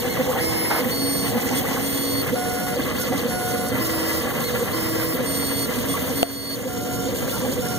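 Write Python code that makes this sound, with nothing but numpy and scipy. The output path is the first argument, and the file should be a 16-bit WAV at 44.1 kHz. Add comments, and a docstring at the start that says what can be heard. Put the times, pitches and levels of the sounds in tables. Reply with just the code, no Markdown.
"""Singing chirps of a desktop 3D printer laying infill, close to a two-port camera microphone: long strokes and jogs.
Two stepper motors ramp up, cruise and brake, as sines at their step rates, rung through the frame.
Swelling low sines make short shudders of the bed; noise bands rattle, scrape, tick, bump and whistle.
Coloured noise and unsteady hum lines make fans and bearings; damped sines make one sharp knock.
Stereo widening and a gain control that ducks after peaks finish the sound."""
import sys
import numpy as np
from scipy import signal
from scipy.fft import rfft, irfft, next_fast_len
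from scipy.io import wavfile
from scipy.ndimage import uniform_filter1d

SR = 44100
rng = np.random.default_rng(int(sys.argv[2]) if len(sys.argv) > 2 else 0)


def generate_wav(signal):
    """Clip the signal to [-1, 1] and save it as 16-bit WAV at the path in sys.argv[1]."""
    frames = np.transpose(np.atleast_2d(signal))
    scaled = np.clip(frames, -1, 1) * 32767
    pcm = np.round(scaled).astype(np.int16)
    wavfile.write(sys.argv[1], SR, pcm)


N = 343098

STROKE_S = .52  # every long stroke lasts this long
CRUISE_MM_S, CORNER_MM_S, ACCEL_MM_S2 = 70, 8, 970
# long strokes, out and back on each heading in turn: start t/s, heading, fast motor level/dB,
# slow motor level/dB, overtones level/dB, rise of the fast motor along the stroke/dB
STROKES = [(.347, "a", 3, 1, -0.5, 0), (.849, "b", -.5, -19, -1.5, -9), (1.762, "b", -3, -6.5, -3, 15),
           (2.294, "c", -1, 3, -1, -3), (3.237, "c", -3.5, 2, -1, 0), (3.747, "a", 0.5, -12, 0, -3),
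           (4.68, "a", -2, -7.5, -0.5, -1), (5.198, "b", -4, -8.5, -2.5, 7), (6.093, "b", .5, -7, -2, 13),
           (6.618, "c", -3, -0.5, -5.5, 0), (7.558, "c", -1.5, 0.5, -3.5, 1)]
# two modes of the print bed: f/Hz, width/Hz
BED_MODES = [(255, 58), (500, 65)]


def undb(db):
    """Turn decibels into an amplitude factor."""
    return 10 ** (np.asarray(db) / 20)


def walk(rate, size):
    """A smooth random wander with spread near 1, given `rate` new points a second."""
    at = np.arange(size) * rate / SR
    count = int(at[-1]) + 2
    points = np.clip(rng.standard_normal(count), -2, 2)
    return 1.17 * np.interp(at, np.arange(count), points)


def shape(x, gain):
    """Filter by a gain given as a function of frequency."""
    size = next_fast_len(len(x) + 512)
    f = np.arange(size // 2 + 1) * SR / size + 1e-3
    return irfft(rfft(x, size) * gain(f), size)[:len(x)]


def bell(f, hz, width):
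    """A resonance curve, 1 at its centre."""
    return 1 / (1 + (2 * (f - hz) / width) ** 2)


def band(hz, width, size):
    """Noise ringing in one resonance, rms 1."""
    resonance = lambda f: 1 / (1 + ((f / hz - hz / f) * hz / width) ** 2)
    x = shape(rng.standard_normal(size), resonance)
    return x / x.std()


def add(out, start, x):
    """Mix x into out from a start time in seconds."""
    i = int(start * SR)
    lo, hi = max(i, 0), min(i + len(x), N)
    out[lo:hi] += x[lo - i:hi - i]


def bursts(table, grain_db):
    """Short bursts of grainy band noise: quick fades at the ends, a level falling in between."""
    out = np.zeros(N)
    for s, length, hz, width, db in table:
        size = int(length * SR)
        grains = band(hz, width, size) * undb(grain_db * walk(395, size))
        envelope = signal.windows.tukey(size, .2) * np.linspace(1.2, .7, size)
        add(out, s, undb(db) * grains / grains.std() * envelope)
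    return out


def steppers():
    """Each move ramps up, cruises and brakes; all tones follow the speed. Returns the sound and the speed."""
    # step rates at cruising speed on each heading: fast motor f/Hz, slow motor f/Hz
    step_rates = {"a": (5163, 2137.3), "b": (4436, 3402), "c": (5545, 729.7), "d": (4274, 2137.3)}
    # full-step hum, harmonics, sum and difference tones of the motors on each heading; they reach the moving
    # camera differently on early and late strokes: f/Hz at cruising speed, early level/dB, late level/dB
    overtone_lines = {"a": [(322, -30, -27.5), (491, -35, -40.5), (644, -41.5, -46), (969, -49, -56),
                      (1044, -48, -45), (1132, -56, -44.5), (1290, -52, -57), (1410, -60, -51),
                      (1615, -60, -52), (1706, -60, -57), (1940, -46, -40), (4180, -45, -50),
                      (4300, -52, -54), (4517, -55, -49), (4820, -41, -46), (5486, -54, -48),
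                      (7460, -46, -44), (10340, -27, -35), (12600, -47, -45), (15493, -37, -36)],
                      "b": [(276, -24.5, -22.5), (666, -42, -46.5), (1115, -50, -47.5), (1950, -56, -42.5),
                      (2080, -42, -39), (2790, -47, -42.5), (5490, -42, -42.5), (8670, -48, -42),
                      (8872, -31.5, -32.5), (13308, -36, -36), (13442, -51, -51), (14341, -47, -42)],
                      "c": [(183, -34, -30), (228, -32.5, -30), (274.5, -34.5, -29), (1039, -50, -47),
                      (1394, -50.5, -39), (1454, -37.5, -43.5), (2114, -44.5, -44.5), (2940, -50, -41),
                      (4390, -45, -45), (7520, -42, -43), (10700, -44, -49), (11040, -38.5, -45)]}
    # moves on each heading count as late from here: t/s
    late_from = {"a": 2, "b": 1.5, "c": 5}
    # tones the fast motor grinds out on the ramps: multiple of its step rate, level/dB on top of the motor's
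    grind_lines = [(3 / 8, -14), (1 / 2, -10), (3 / 4, -8), (3 / 2, -13)]
    # scale of the speed wobble added all through a move on each heading: share of the speed
    flutter = {"a": .0011, "b": .0004, "c": .0011, "d": .0006}
    # level of the highest motor tones as the camera moves: t/s, level/dB at 9 kHz and above
    shrill = [(0, 0), (.8, -1), (.93, -6.5), (1.1, 2.5), (1.19, 1.5), (1.3, -4), (1.6, -2), (2.2, -2),
              (2.4, -1.5), (2.75, -1.5), (3.3, 1), (3.5, -1), (3.8, 0), (5.2, 0.5), (5.45, 1), (5.7, 0.5),
              (6.2, -3), (6.7, -2.5), (7.78, 1)]
    hunt = .042  # scale of the extra speed wobble on the ramps, as a share of the speed
    slip_db, chatter_db = -2.2, 2.3  # on the ramps the tones are weaker and stutter

    steps, overtones, pace = np.zeros((3, N))
    for start, length, heading, corner, fast_db, slow_db, over_db, rise_db in moves():
        t = np.arange(max(int(length * SR), 256)) / SR
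        edge = np.minimum(t, t[-1] - t)  # seconds to the nearer end of the move
        speed = np.minimum(corner + ACCEL_MM_S2 * edge, CRUISE_MM_S) / CRUISE_MM_S
        # on the ramps the rotors hunt a little, which roughens the chirps
        hunting = np.minimum((1 - speed) * 8, 1)
        wobble = hunt * hunting * walk(700, len(t)) + flutter[heading] * walk(40, len(t))
        travel = 2 * np.pi * np.cumsum(speed * (1 + wobble)) / SR
        stutter = undb(hunting * (slip_db + chatter_db * walk(260, len(t))))
        grip = np.sqrt(2) * stutter * np.minimum(edge / .004, 1)
        shrill_db = np.interp(start + t, *np.transpose(shrill))

        def tone(hz, db):
            """A sine that follows the travel; the load on the belts varies, so it wavers a little."""
            waver = undb(walk(50, len(t)) + walk(8, len(t)) + shrill_db * min(hz / 9000, 1))
            return undb(db) * waver * np.sin(hz * travel + 2 * np.pi * rng.random())

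        fast_hz, slow_hz = step_rates[heading]
        rising_db = fast_db + rise_db * (t / length - .5) * (1 - hunting)
        grind = hunting * sum(tone(multiple * fast_hz, fast_db + db) for multiple, db in grind_lines)
        add(steps, start, grip * (tone(fast_hz, rising_db) + tone(slow_hz, slow_db) + grind))
        if heading in overtone_lines:
            drive = undb(over_db) * grip * speed ** 14  # overtones only come out near full speed
            late = start > late_from[heading]
            lines = overtone_lines[heading]
            chord = sum(tone(hz, late_db if late else early_db) for hz, early_db, late_db in lines)
            add(overtones, start, drive * chord)
        add(pace, start, speed)
    return frame(steps) + overtones, np.minimum(pace, 1)


def moves(jog_overtones_db=0.0):
    """All moves of the head: start s, length s, heading, corner mm/s, fast, slow, overtones and rise dB."""
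    # short jogs between the strokes: start t/s, length/s, heading, speed at the corners/(mm/s),
    # fast motor level/dB, slow motor level/dB
    jogs = [(-.06, 0.12, "a", 9.5, 4, -12), (0.049, 0.14, "d", 21, 0.5, 1), (.192, 0.096, "a", 9, 2, -1),
            (.286, 0.077, "a", 10.6, -6, 4), (1.371, 0.094, "b", 8.9, -2, 2),
            (1.445, 0.072, "b", 15, 0, 2.5), (1.511, .13, "b", 27.5, -14, 0),
            (1.642, 0.062, "b", 14.4, 2, 2), (1.705, 0.076, "b", 12, 1, 2), (2.259, .044, "b", 21, 7, -1),
            (2.788, 0.093, "c", 9.5, 4.5, -7), (2.938, 0.16, "c", 10, 2.5, -5),
            (3.103, 0.052, "a", 2.07, -10, 3), (3.141, 0.099, "c", 9.2, 3, -5),
            (3.73, 0.042, "a", 10.8, 4, -13), (4.267, 0.055, "a", 6.3, 1.5, -9),
            (4.333, .078, "a", 8.4, 2, -1), (4.402, 0.12, "d", 31, 1, 0), (4.535, 0.076, "a", 8.5, 1, -4),
            (4.612, 0.069, "a", 9.8, -4, -1), (5.699, 0.088, "b", 9, -5, -6),
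            (5.773, 0.078, "b", 15, -2, -11), (5.847, 0.14, "b", 26, -11, -1),
            (5.976, 0.06, "b", 16, -2, -11), (6.034, 0.077, "b", 11.4, -10, -15),
            (6.586, 0.047, "b", 27, 0, -7), (7.123, 0.097, "c", 10.4, -1, -6),
            (7.27, 0.15, "c", 10.3, -1, -6.5), (7.435, 0.053, "a", 2.2, -13, 0.5),
            (7.475, 0.098, "c", 9.2, -2, -1)]
    strokes = [(start, STROKE_S, heading, CORNER_MM_S, *levels) for start, heading, *levels in STROKES]
    return strokes + [(*jog, jog_overtones_db, 0) for jog in jogs]


def frame(x, between_db=-46, size=8192):
    """The frame lifts tones near its resonances and rings on after they have swept past."""
    # frame resonances that a step tone sweeps through: f/Hz, width/Hz, level/dB
    frame_modes = [(260, 65, -15), (513, 63, -22), (770.4, 76, -29.5), (1140, 310, -37.5), (1650, 400, -37),
                   (2029, 170, -28), (2750, 260, -32), (3410, 600, -37), (4472, 330, -30.5),
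                   (5220, 300, -37.5), (5545, 300, -48)]
    f = np.arange(size // 2 + 1) * SR / size
    power = sum((undb(db) * bell(f, hz, width)) ** 2 for hz, width, db in frame_modes)
    gain = np.sqrt(undb(between_db) ** 2 + power)
    # fold the cepstrum to minimum phase, so that the ringing follows the tone
    causal = irfft(np.log(gain))[:size // 2] * np.minimum(np.arange(size // 2) + 1, 2)
    return signal.fftconvolve(x, irfft(np.exp(rfft(causal, size))))[:N]


def shudders(length=.06, trim_db=1):
    """Short low shudders of the bed as a move starts, turns or brakes and step tones sweep through its two modes."""
    # centred on t/s, low mode level/dB, high mode level/dB, both before the trim
    swells = [(.075, -26, -28), (.207, -19, -21.5), (.293, -29, -22.5), (.797, -34, -25.5),
              (.824, -23, -34), (.872, -16.5, -29), (1.368, -15.5, -25.5), (1.455, -20.5, -43),
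              (1.533, -21, -32), (1.708, -30, -38), (1.783, -23, -28.5), (2.33, -19, -28), (2.77, -33, -26),
              (3.11, -28, -31), (3.156, -26, -35), (3.255, -22, -30), (3.722, -27, -29), (3.791, -24, -32),
              (4.41, -25, -29), (4.54, -25, -30), (4.622, -31, -23), (5.158, -23, -36), (5.212, -20, -32),
              (5.7, -28, -35), (5.786, -22.5, -34), (5.864, -23, -33), (6.041, -21, -38),
              (6.114, -22.5, -27), (6.665, -23, -27), (7.075, -30, -27), (7.14, -21.5, -28.5),
              (7.44, -22, -25.5), (7.487, -30, -27), (7.585, -20.5, -24.5)]
    out, window = np.zeros(N), np.hanning(int(length * SR))
    t = np.arange(len(window)) / SR
    for s, *levels in swells:
        for (hz, width), db in zip(BED_MODES, levels):
            pitch = hz + width * rng.uniform(-0.33, 0.26)
            swing = np.sin(2 * np.pi * (pitch * t + rng.random()))
            add(out, s - length / 2, np.sqrt(2) * undb(db + trim_db) * window * swing)
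    return out


def rattle(pace, hz=760, width=160, bed_db=-35, panel_db=-38, sway_hz=165, sway_width=90, sway_db=-38):
    """Loose parts buzz, the bed rumbles and the frame sways while the head is below 95 % of cruising speed."""
    # carriage buzz as the camera lifts away from the bed: t/s, level/dB
    buzz_levels = [(0, -40.5), (1.7, -40.5), (3.2, -53), (4.6, -71), (7.78, -58)]
    ramping = uniform_filter1d((pace < .95) * 1., SR // 50)
    buzz_db = np.interp(np.arange(N) / SR, *np.transpose(buzz_levels))
    buzz = undb(buzz_db) * band(hz, width, N)
    bed = undb(bed_db) * band(*BED_MODES[0], N) + undb(panel_db) * band(*BED_MODES[1], N)
    sway = undb(sway_db) * band(sway_hz, sway_width, N)
    return undb(3.9 * walk(60, N)) * ramping * (buzz + bed + sway)


def clatters():
    """Loose carriage parts clatter in short bursts of band noise, at turns and now and then in mid-move."""
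    # t/s, length/s, centre f/Hz, width/Hz, level/dB
    clatter_bursts = [(.29, 0.033, 750, 150, -33), (.35, 0.027, 740, 170, -27), (.7, .04, 780, 300, -29),
                      (1.365, 0.026, 1300, 900, -34), (1.51, .026, 756, 170, -29.5),
                      (1.72, 0.023, 800, 300, -35), (1.765, .025, 1000, 700, -32),
                      (3.12, 0.029, 756, 120, -31), (5.938, 0.032, 1120, 110, -30.5),
                      (7.33, 0.08, 1000, 400, -36.5), (7.445, 0.027, 760, 100, -34.5)]
    return bursts(clatter_bursts, grain_db=2.0)


def scrapes():
    """The nozzle scrapes and ticks over the print, as rough bursts of band noise."""
    # t/s, length/s, centre f/Hz, width/Hz, level/dB
    scrape_bursts = [(.698, .06, 1000, 1700, -24.5), (.748, .05, 1000, 1700, -26),
                     (2.995, .04, 12000, 4000, -34), (4.995, .03, 1600, 2200, -31),
                     (6.318, .008, 13500, 2500, -30), (6.523, .007, 9300, 2000, -32)]
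    return bursts(scrape_bursts, grain_db=3.0)


def whistle():
    """A thin airy whistle near the end: noise in a narrow band."""
    # t/s, length/s, centre f/Hz, width/Hz, level/dB
    whistle_bursts = [(6.5, 1.5, 6740, 150, -45)]
    return bursts(whistle_bursts, grain_db=1.0)


def knock(start=6.2297):
    """One hard knock on plastic, right by the left port: modes struck together, each dying away."""
    # f/Hz, time to fall 60 dB/s, level/dB
    knock_modes = [(687, 0.079, -8), (533, 0.015, -1), (1400, 0.0077, -12.5), (2840, 0.0038, 3),
                   (7800, 0.0039, -2.5)]
    out, t = np.zeros(N), np.arange(SR // 8) / SR
    for hz, t60, db in knock_modes:
        add(out, start, undb(db) * np.sin(2 * np.pi * hz * t) * np.exp(-np.log(1000) * t / t60))
    return out


def bumps():
    """Soft low bumps on the camera, as bursts of band noise."""
    # t/s, length/s, centre f/Hz, width/Hz, level/dB
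    bump_bursts = [(7.225, .05, 85, 70, -32), (7.545, .04, 100, 90, -32), (7.62, .04, 110, 90, -34)]
    return bursts(bump_bursts, grain_db=-4)


def rubbing(pace, growl_speed_db=-3.0, hiss_speed_db=3, top_speed_db=5, blend_s=0.061):
    """Levels in dB of growl, hiss and top sizzle of bearings and belts: set by heading and head speed."""
    # on a stroke of each heading, and otherwise ("jog"): growl level/dB, hiss level/dB, top sizzle level/dB
    heading_levels = {"a": (4, -3.5, -2), "b": (1.5, -3.5, -1.5), "c": (1, -4.5, -5.5),
                      "jog": (1.5, -1.5, -1.5)}
    # added as the camera drifts about the printer: t/s, growl level/dB, level/dB of hiss and sizzle
    drift_levels = [(0, 0.5, 0), (1.6, 1.8, 2), (2.6, -0.2, 1), (3.9, 1, 2), (5.1, -0.3, 1), (6.1, 0.8, 2),
                    (6.9, -3, 0.5), (7.78, -2, 1.5)]
    t = np.arange(N) / SR
    levels = np.outer(heading_levels["jog"], np.ones(N))
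    for start, heading, *_ in STROKES:
        during = (t >= start) & (t < start + STROKE_S)
        levels[:, during] = np.array(heading_levels[heading])[:, None]
    s, growl_db, hiss_db = np.transpose(drift_levels)
    drift = np.array([np.interp(t, s, db) for db in (growl_db, hiss_db, hiss_db)])
    # the speed terms are the change in dB from standstill to cruise
    by_speed = np.outer([growl_speed_db, hiss_speed_db, top_speed_db], pace - 1)
    return uniform_filter1d(levels, int(blend_s * SR)) + drift + by_speed


def air(spectrum, rub, flutter_db=3.0, ripple_db=5.5, sizzle_db=2.0):
    """Steady fan rush below; above it the fluttering growl and hiss of bearings."""
    # resonances of the casing that colour them: f/Hz, width/Hz, lift/dB
    casing = [(255, 84, 4), (478, 59, 10), (920, 35, 4.5), (1027, 74, 5.5), (1125, 40, 5), (1410, 46, 3.5),
              (1704, 90, 4), (2045, 120, 7), (3120, 790, 6), (4400, 140, 6), (6850, 440, 0.5),
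              (8660, 84, 1), (13500, 1000, 7)]
    hz, db = np.transpose(spectrum)
    growl_db, hiss_db, top_db = rub

    def colour(f):
        lift_db = sum(d * bell(f, h, w) for h, w, d in casing)
        return undb(np.interp(np.log(f), np.log(hz), db) + lift_db)

    def below(edge_hz):
        return shape(rush, lambda f: 1 / (1 + (f / edge_hz) ** 6))

    def sizzle(part, part_db):
        return part * undb(part_db + sizzle_db * walk(45, N) + 1.6 * walk(250, N))

    rush = rippled(colour, ripple_db)
    low, mids, treble = below(650), below(2800), below(9500)
    growl = (mids - low) * undb(growl_db + flutter_db * walk(70, N))
    return low + growl + sizzle(treble - mids, hiss_db) + sizzle(rush - treble, top_db)


def rippled(colour, ripple_db, count=3):
    """Coloured noise rippled by many small modes of rods and panels, changing as head and camera travel."""
    spots = np.arange(0, SR / 2, 28)  # Hz
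    place, out = np.linspace(0, count - 1, N), 0
    for k in range(count):  # crossfade from one set of ripples to the next
        ripple = ripple_db * np.clip(rng.standard_normal(len(spots)), -2, 2) * np.minimum(spots / 900, 1)
        gains = colour(spots + 1) * undb(ripple)
        noise = shape(rng.standard_normal(N), lambda f: np.interp(f, spots, gains))
        out = out + noise * np.sqrt(np.maximum(1 - abs(place - k), 0))
    return np.sqrt(SR / 2) * out


def fans():
    """Blade tones of the fans: sines whose phase wanders."""
    # f/Hz, level/dB
    blade_lines = [(118.3, -33), (156, -41.5), (183, -42), (228, -39), (275, -40), (352, -43), (469, -42),
                   (489, -43)]
    t, out = np.arange(N) / SR, np.zeros(N)
    for hz, db in blade_lines:
        out += np.sqrt(2) * undb(db) * np.sin(2 * np.pi * hz * t + 0.61 * walk(9, N))
    return out


def scene():
    """The printer stands nearer the right port; the left one shares its bass but little of its treble."""
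    # fans and rubbing at the near port, before casing and rubbing levels: f/Hz, level/dB per Hz
    near_air = [(25, -62), (50, -53.5), (80, -47.5), (130, -47), (200, -52.5), (370, -62.5), (600, -67),
                (850, -76), (1600, -84.5), (2700, -81), (4000, -78), (7500, -74.5), (11000, -75),
                (14200, -76)]
    # the same for what only the far port gets: f/Hz, level/dB per Hz
    far_air = [(30, -79), (120, -81), (300, -63.5), (500, -62), (900, -77), (2000, -76), (4000, -80),
               (8000, -83.5), (11000, -86), (14200, -78.5)]
    whine, pace = steppers()
    rub = rubbing(pace)
    shaking = shudders() + rattle(pace) + clatters()
    right = whine + shaking + scrapes() + whistle() + air(near_air, rub) + fans()
    share_hz, shares = [450, 1100, 2000, 4000], [0.72, 0.28, 0.074, 0.072]
    shared = shape(right, lambda f: np.interp(np.log(f), np.log(share_hz), shares))
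    left = shared + knock() + bumps() + air(far_air, rub)
    return np.array([left, right])


def record(dry, cross=0.81, limit_db=-3.5, release_db=13, port_lag=17.2, top_hz=15550):
    """Stereo widening takes from each port the delayed other one; gain control ducks after a peak and creeps back."""
    # port_lag is in samples, release_db in dB per second
    delay = lambda f: np.exp(-2j * np.pi * f * port_lag / SR)
    delayed = np.array([shape(x, delay) for x in dry[::-1]])
    wide = dry - cross * delayed
    over = np.maximum(20 * np.log10(np.abs(wide).max(axis=0) + 1e-9) - limit_db, 0)
    creep = release_db * np.arange(N) / SR
    duck_db = np.maximum.accumulate(over + creep) - creep
    attack = 1 / (0.0043 * SR)  # the duck sets in over about 4 ms
    smooth_db = signal.lfilter([attack], [1, attack - 1], duck_db)
    wide = np.clip(wide * undb(-smooth_db), -1, 1)
    return signal.sosfilt(signal.ellip(10, .2, 80, top_hz, fs=SR, output="sos"), wide)


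dry = scene()
out = record(dry)
generate_wav(out)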